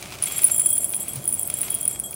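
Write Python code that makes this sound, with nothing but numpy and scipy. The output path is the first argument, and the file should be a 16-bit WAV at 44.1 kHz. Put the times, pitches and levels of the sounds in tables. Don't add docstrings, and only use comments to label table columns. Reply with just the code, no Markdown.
import sys
import numpy as np
from scipy import signal
from scipy.io import wavfile

SR = 44100
rng = np.random.default_rng(int(sys.argv[2]) if len(sys.argv) > 2 else 0)


def generate_wav(signal):
    frames = np.transpose(np.atleast_2d(signal))
    scaled = np.clip(frames, -1, 1) * 32767
    pcm = np.round(scaled).astype(np.int16)
    wavfile.write(sys.argv[1], SR, pcm)


N = 94815

# f/Hz, level/dB
ROOM_EQ = [(20, -31), (40, -16), (58, -5.5), (75, -12), (110, -1), (150, -3), (210, -3), (270, -7),
           (340, -4), (470, -11.5), (620, -6.5), (780, -10.5), (1000, -16), (1500, -21.5), (3000, -34),
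           (8000, -21), (16000, -34)]
ROOM_HUM = [(59, -56), (91, -52), (131, -58), (596, -58)]
# t/s, level/dB
RUSTLE_ENVELOPE = [(0, -46), (.15, -43.5), (.18, -50), (.24, -40), (.42, -43), (.52, -49), (.65, -53),
                   (.9, -56), (1.08, -49.5), (1.25, -54.5), (1.46, -55), (1.52, -48), (1.68, -46),
                   (1.78, -51), (1.92, -53), (2.07, -67), (2.15, -57)]
# t/s, level/dB, sharpness/dB
BAG_SNAPS = [(0.0259, -26, -36), (0.1225, -27.5, -14), (0.1859, -31.5, -8), (0.2293, -25, -25),
             (0.2712, -28, -2), (0.3106, -37, -15), (0.391, -20.5, -22), (0.4326, -25, -18),
             (0.4827, -30, -14), (0.4981, -25, -12), (0.596, -32, -7), (0.6118, -32, -6),
             (0.6589, -38.5, -11), (0.7685, -35.5, 12), (0.832, -39.5, 11), (0.9364, -26.5, 3),
             (1.0777, -34, -3), (1.5, -27, -19), (1.633, -29.5, -13), (1.682, -27.5, 0),
             (1.8585, -39.5, -6), (1.9092, -36, -9), (1.9594, -35, -8), (2.1292, -35, -6)]
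# f/Hz, level/dB
BAG_EQ = [(300, -13), (900, -5), (1300, -1), (1750, -7.5), (2300, 3.5), (2750, -0.5), (3700, -3.5),
          (6000, -6.5), (9000, -7.5), (12000, -14), (16000, -11)]
SNAP_EQ = [(500, -35), (1400, 4), (3000, -2), (4500, -1.5), (7000, -31), (12000, 8), (16000, -4)]
# t/s, level/dB
MOTION_ENVELOPE = [(0, -39.5), (.2, -47), (.25, -29.5), (.4, -28), (.5, -24), (.62, -24), (.8, -29),
                   (.96, -29), (1.1, -33), (1.22, -35), (1.33, -27.5), (1.5, -35), (1.63, -28),
                   (1.78, -31.5), (1.92, -36), (1.97, -39), (2.15, -35.5)]
# f/Hz, level/dB
ROLL_EQ = [(3000, -54), (6600, -48), (7500, -14), (8600, -10.5), (9400, -2.5), (10200, -4), (11000, -8),
           (12000, -24), (14200, -21), (15300, -7), (16500, -18)]
# (led by 7.4, 3.3, 11.3 and 8.1 kHz)
WALL_STRIKES = [(0.2611, -29, -38.5, -35, -35), (0.3115, -33, -50, -35, -35),
                (0.3579, -29, -37.5, -29.5, -32), (0.4113, -39, -47, -41, -39),
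                (0.4596, -35, -46.5, -36, -33), (0.502, -34, -52.5, -44, -44),
                (0.5102, -27.5, -38.5, -26, -35), (0.5404, -34, -41, -31, -33),
                (0.5822, -36, -50, -38, -37), (0.5919, -25.5, -46, -37, -36), (0.6349, -28, -48, -37, -35),
                (0.6564, -30, -43.5, -42, -35), (0.6819, -33.5, -51, -35, -32),
                (0.7026, -35, -36.5, -35, -29.5), (0.749, -29, -61, -47, -36),
                (0.8021, -31.5, -53.5, -28.5, -29), (0.8422, -36, -42, -42, -33),
                (0.8777, -51, -55, -33, -51), (0.9267, -42, -43, -47, -40), (1.0011, -31, -45.5, -33, -34),
                (1.0898, -35, -37, -33.5, -35), (1.2181, -46, -50, -47, -54), (1.3232, -54, -53, -41, -44),
                (1.3671, -43, -45, -45, -48), (1.381, -34, -47, -35, -35.5), (1.4491, -41, -48, -32, -32),
                (1.5018, -44, -46.5, -48, -46), (1.5388, -35.5, -51, -41, -45),
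                (1.5676, -53, -43, -36, -38), (1.6378, -34.5, -49.5, -35, -35.5),
                (1.6989, -40, -39.5, -35, -41), (1.7464, -49, -48, -46, -48),
                (1.8008, -35.5, -47, -40, -37), (1.8198, -39, -45.5, -45, -44),
                (1.8933, -31.5, -51, -40, -34), (1.9258, -31.5, -49, -38, -31.5),
                (1.9439, -55, -43.5, -48, -37.5), (2.0358, -32, -37, -31, -31)]
# f/Hz, level/dB, t60/s, group
WALL_MODES = [(3291, 1, 0.33, 1), (7392, -1.5, .15, 0), (8070, -1, 0.17, 3), (8182, -7.5, 0.12, 3),
              (8700, -9, 0.12, 0), (9120, -12.5, .14, 3), (10352, -6, 0.2, 0), (11310, -10, 0.26, 2),
              (11357, 0.5, 0.091, 2)]
# t/s, level/dB, ring time/s, treble mode level/dB
LANDINGS = [(0.224, -11, 0.005, -18), (0.2373, -12, 0.0048, -17), (0.2577, -16.5, 0.0037, -17),
            (0.283, -27, 0.0042, 4), (0.3815, -14.5, 0.0074, -12), (0.4183, -16.5, 0.0067, -10),
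            (0.4268, -20, 0.0059, -9), (0.4349, -20, 0.0075, 3), (0.4425, -2.5, 0.0109, -21),
            (0.4618, -15.5, 0.006, -16), (0.4685, -18, 0.0067, -11), (0.4781, -17, 0.0049, -4),
            (0.5161, -9.5, 0.0072, -24), (0.5453, -14, 0.0043, -20), (0.5623, -15, 0.0047, -8),
            (0.5804, -11.5, 0.0086, -13), (0.5955, -9, 0.011, -16), (0.6168, -12, 0.005, -20),
            (0.6592, -7, 0.011, -20), (0.6895, -18, 0.011, -6), (0.7037, -11.5, 0.0082, -10),
            (0.7287, -14, 0.018, -10), (0.754, -16, 0.008, -15), (0.7608, -21.5, 0.006, -12),
            (0.779, -10, 0.0097, -15), (0.8193, -24, 0.021, -16), (0.8338, -20, 0.0049, -15),
            (0.844, -11.5, 0.0072, -15), (0.893, -19, 0.0038, -7), (0.9204, -22, 0.0054, -26),
            (0.9269, -22, 0.0067, -10), (0.9448, -13, 0.0053, -19), (0.9533, -19.5, 0.0064, -12),
            (0.9644, -16.5, 0.0056, -10), (1.007, -25.5, 0.006, -8), (1.0295, -23.5, 0.0057, -10),
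            (1.0822, -19, 0.0069, -9), (1.1338, -21.5, 0.0039, -11), (1.1572, -23, 0.0062, -6),
            (1.2547, -19, 0.0045, -7), (1.2772, -10, 0.0063, -18), (1.2891, -12, 0.0041, -17),
            (1.3, -28, 0.0043, 0), (1.3261, -11, 0.0035, -13), (1.3406, -16, 0.0066, -19),
            (1.35, -21, 0.0032, -13), (1.3945, -12.5, 0.003, -7), (1.4123, -18, 0.0048, -9),
            (1.4309, -13, 0.004, -24), (1.4604, -26, 0.0033, -13), (1.4753, -23.5, 0.0036, 4),
            (1.5, -15.5, 0.0044, -6), (1.5399, -12.5, 0.0044, -21), (1.5867, -22, 0.005, -4),
            (1.6082, -20, 0.006, -5), (1.6152, -10, 0.0044, -20), (1.6242, -22, 0.0045, -21),
            (1.7041, -12.5, 0.005, -15), (1.7431, -16, 0.005, -10), (1.7481, -12, 0.0046, -14),
            (1.8111, -17, 0.0045, -12), (1.8299, -16.5, 0.0042, -23), (1.8529, -12, 0.0045, -18),
            (1.878, -8, 0.0059, -17), (1.9121, -18, 0.0034, -8), (1.992, -23, 0.0032, -17),
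            (1.9988, -11.5, 0.0032, -26), (2.0912, -37, 0.0028, -3), (2.109, -22, 0.0038, -13),
            (2.1233, -29, 0.0039, 1), (2.1422, -20.5, 0.0036, -9.5)]
# f/Hz, level/dB, factor on the ring time
BOTTOM_MODES = [(9775, -1, 1.05), (10030, -21, 0.99), (9620, -25, .8), (9340, -20, 1.7), (8200, -22, 0.73)]
TREBLE_MODES = [(15050, -0.5, 0.6), (15330, -4.5, 0.79), (15900, -10, .9)]
# f/Hz, level/dB
TICK_EQ = [(500, -49), (3000, -17), (6500, -51), (7800, -23), (8700, -6), (9500, -13.5), (10600, -11),
           (12000, -18.5), (14000, 0), (15500, -2), (17000, -20)]


def amp(db):
    return 10 ** (np.asarray(db) / 20)


def unit(x):
    return x / np.sqrt(np.mean(x ** 2) + 1e-20)


def add(mix, s, sound):
    part = mix[max(round(s * SR), 0):][:len(sound)]
    part += sound[:len(part)]


def fader(envelope, trim_db):
    return amp(np.interp(np.arange(N) / SR, *np.transpose(envelope)) + trim_db)


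def colour(x, eq):
    hz, db = np.transpose(eq)
    bins_hz = abs(np.fft.fftfreq(4096, 1 / SR))
    log_gain = np.log(amp(np.interp(np.log(bins_hz + 1), np.log(hz), db)))
    taps = np.fft.ifft(np.exp(np.conj(signal.hilbert(log_gain)))).real
    return signal.fftconvolve(x, taps / np.linalg.norm(taps))[:len(x)]


def burst(decay_s):
    t = np.arange(SR // 50) / SR
    return rng.standard_normal(len(t)) * np.exp(-t / decay_s)


def crackle(per_s, spread_db):
    sizes = amp(spread_db * np.minimum(rng.exponential(1, N), 5))
    signs = rng.choice([-1, 1], N)
    return unit(sizes * signs * (rng.random(N) < per_s / SR))


def reflections(x, t60, delay_s):
    t = np.arange(SR // 3) / SR
    taps = rng.standard_normal(len(t)) * np.exp(-np.log(1000) * t / t60) * (t > delay_s)
    return unit(signal.fftconvolve(x, taps)[:N]) * np.std(x)


def room_tone():
    t = np.arange(N) / SR
    air = unit(colour(rng.standard_normal(N + SR), ROOM_EQ)[SR:])
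    hum = sum(amp(db) * np.sin(2 * np.pi * (hz * t + rng.random())) for hz, db in ROOM_HUM)
    return amp(-43) * air + hum


def handling_bump(at_s=1.146, hz=135.6, rise_s=0.014, decay_s=0.042):
    out, t = np.zeros(N), np.arange(SR // 3) / SR
    shape = np.minimum(t / rise_s, 1) * np.exp(-t / decay_s)
    noise = rng.standard_normal(len(t))
    rumble = unit(colour(noise, [(60, -31), (120, 4.5), (190, -9), (300, -18), (1000, -28)]))
    add(out, at_s, amp(-27) * shape * (np.sin(2 * np.pi * hz * t) + 0.61 * rumble))
    return out


def bag():
    body = crackle(per_s=2200, spread_db=3) * fader(RUSTLE_ENVELOPE, trim_db=3.5)
    edge = np.zeros(N)
    for s, db, sharp_db in BAG_SNAPS:
        add(body, s, amp(db - 2) * burst(decay_s=0.0043))
        add(edge, s, amp(db + sharp_db - 13.5) * burst(decay_s=0.0043))
    return colour(body, BAG_EQ) + colour(edge, SNAP_EQ)


def rolling():
    clicks = crackle(per_s=1300, spread_db=1) * fader(MOTION_ENVELOPE, trim_db=-10)
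    return colour(clicks, ROLL_EQ)


def jar_wall(grazes_per_s=100, contacts=4, skip_s=0.009, skip_db=-4, spread_db=0, rise_s=0.0013):
    out, t = np.zeros(N), np.arange(SR // 2) / SR
    grazes = (rng.random(N) < grazes_per_s / SR) * fader(MOTION_ENVELOPE, trim_db=-21.5)
    skip_delays = skip_s * np.arange(contacts) * rng.uniform(0.75, 1.25, (len(WALL_STRIKES), contacts))
    for hz, mode_db, t60, group in WALL_MODES:
        group = round(group)
        graze_db = -9.5 if group == 1 else 0
        blows = grazes * amp(graze_db + 3 * rng.standard_normal(N))
        trim_db = (1.5, -1, 3, 2)[group]
        for (s, *levels), delays in zip(WALL_STRIKES, skip_delays):
            for skip, delay in enumerate(delays):
                blow_db = levels[group] + trim_db + skip * skip_db + spread_db * rng.standard_normal(1)
                onset = s + delay + rng.random() / hz
                add(blows, onset, amp(blow_db))
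        fade = np.exp(-np.log(1000) * t / t60) * (1 - np.exp(-t / rise_s))
        ring = amp(mode_db) * fade * np.sin(2 * np.pi * hz * t)
        out += signal.fftconvolve(blows, ring)[:N]
    return out


def clink(ring_s, treble_db, detune=0.0015, contact_s=0.0001):
    t = np.arange(SR // 25) / SR
    out = np.zeros(len(t))
    for modes, gain in ((BOTTOM_MODES, 1), (TREBLE_MODES, amp(treble_db + 0.5))):
        for hz, db, ring_factor in modes:
            cycles = hz * (1 + detune * rng.standard_normal()) * t + rng.random()
            choke = np.exp(-(t / (ring_s * ring_factor)) ** 2.47)
            out += gain * amp(db) * choke * np.sin(2 * np.pi * cycles)
    attack = 1 - np.exp(-(t / contact_s) ** 2)
    return out * attack


def skitter(per_s=230, spread_db=12, ring_s=0.0024, treble_db=-6, slots=1500):
    slot_s = N / SR / slots
    offsets, chances = rng.random((slots, 2)).T
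    times = (np.arange(slots) + offsets) * slot_s
    accents_db = spread_db * np.minimum(rng.standard_normal(slots), 2)
    levels = np.interp(times, *np.transpose(MOTION_ENVELOPE)) - 13 + accents_db
    struck = chances < per_s * slot_s
    return [(s, db, ring_s, treble_db) for s, db in zip(times[struck], levels[struck])]


def jar_bottom():
    rings, ticks = np.zeros(N), np.zeros(N)
    for s, db, ring_s, treble_db in list(LANDINGS) + skitter():
        add(rings, s, amp(db) * clink(ring_s, treble_db))
        add(ticks, s, amp(db - 5.5) * burst(decay_s=0.00039))
    return rings + colour(ticks, TICK_EQ)


def scene():
    background = room_tone() + handling_bump()
    close = bag() + jar_wall()
    beads = jar_bottom() + rolling()
    close += beads + amp(-13) * reflections(beads, t60=0.07, delay_s=0.0023)
    room_reverb = amp(-19.5) * reflections(close, t60=0.12, delay_s=0.0096)
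    return (background + close + room_reverb)[None]


def record(dry):
    taps = signal.firwin(301, cutoff=15900, window=("kaiser", 8), fs=SR)
    return signal.oaconvolve(dry, taps[None], "same")


dry = scene()
out = record(dry)
generate_wav(out)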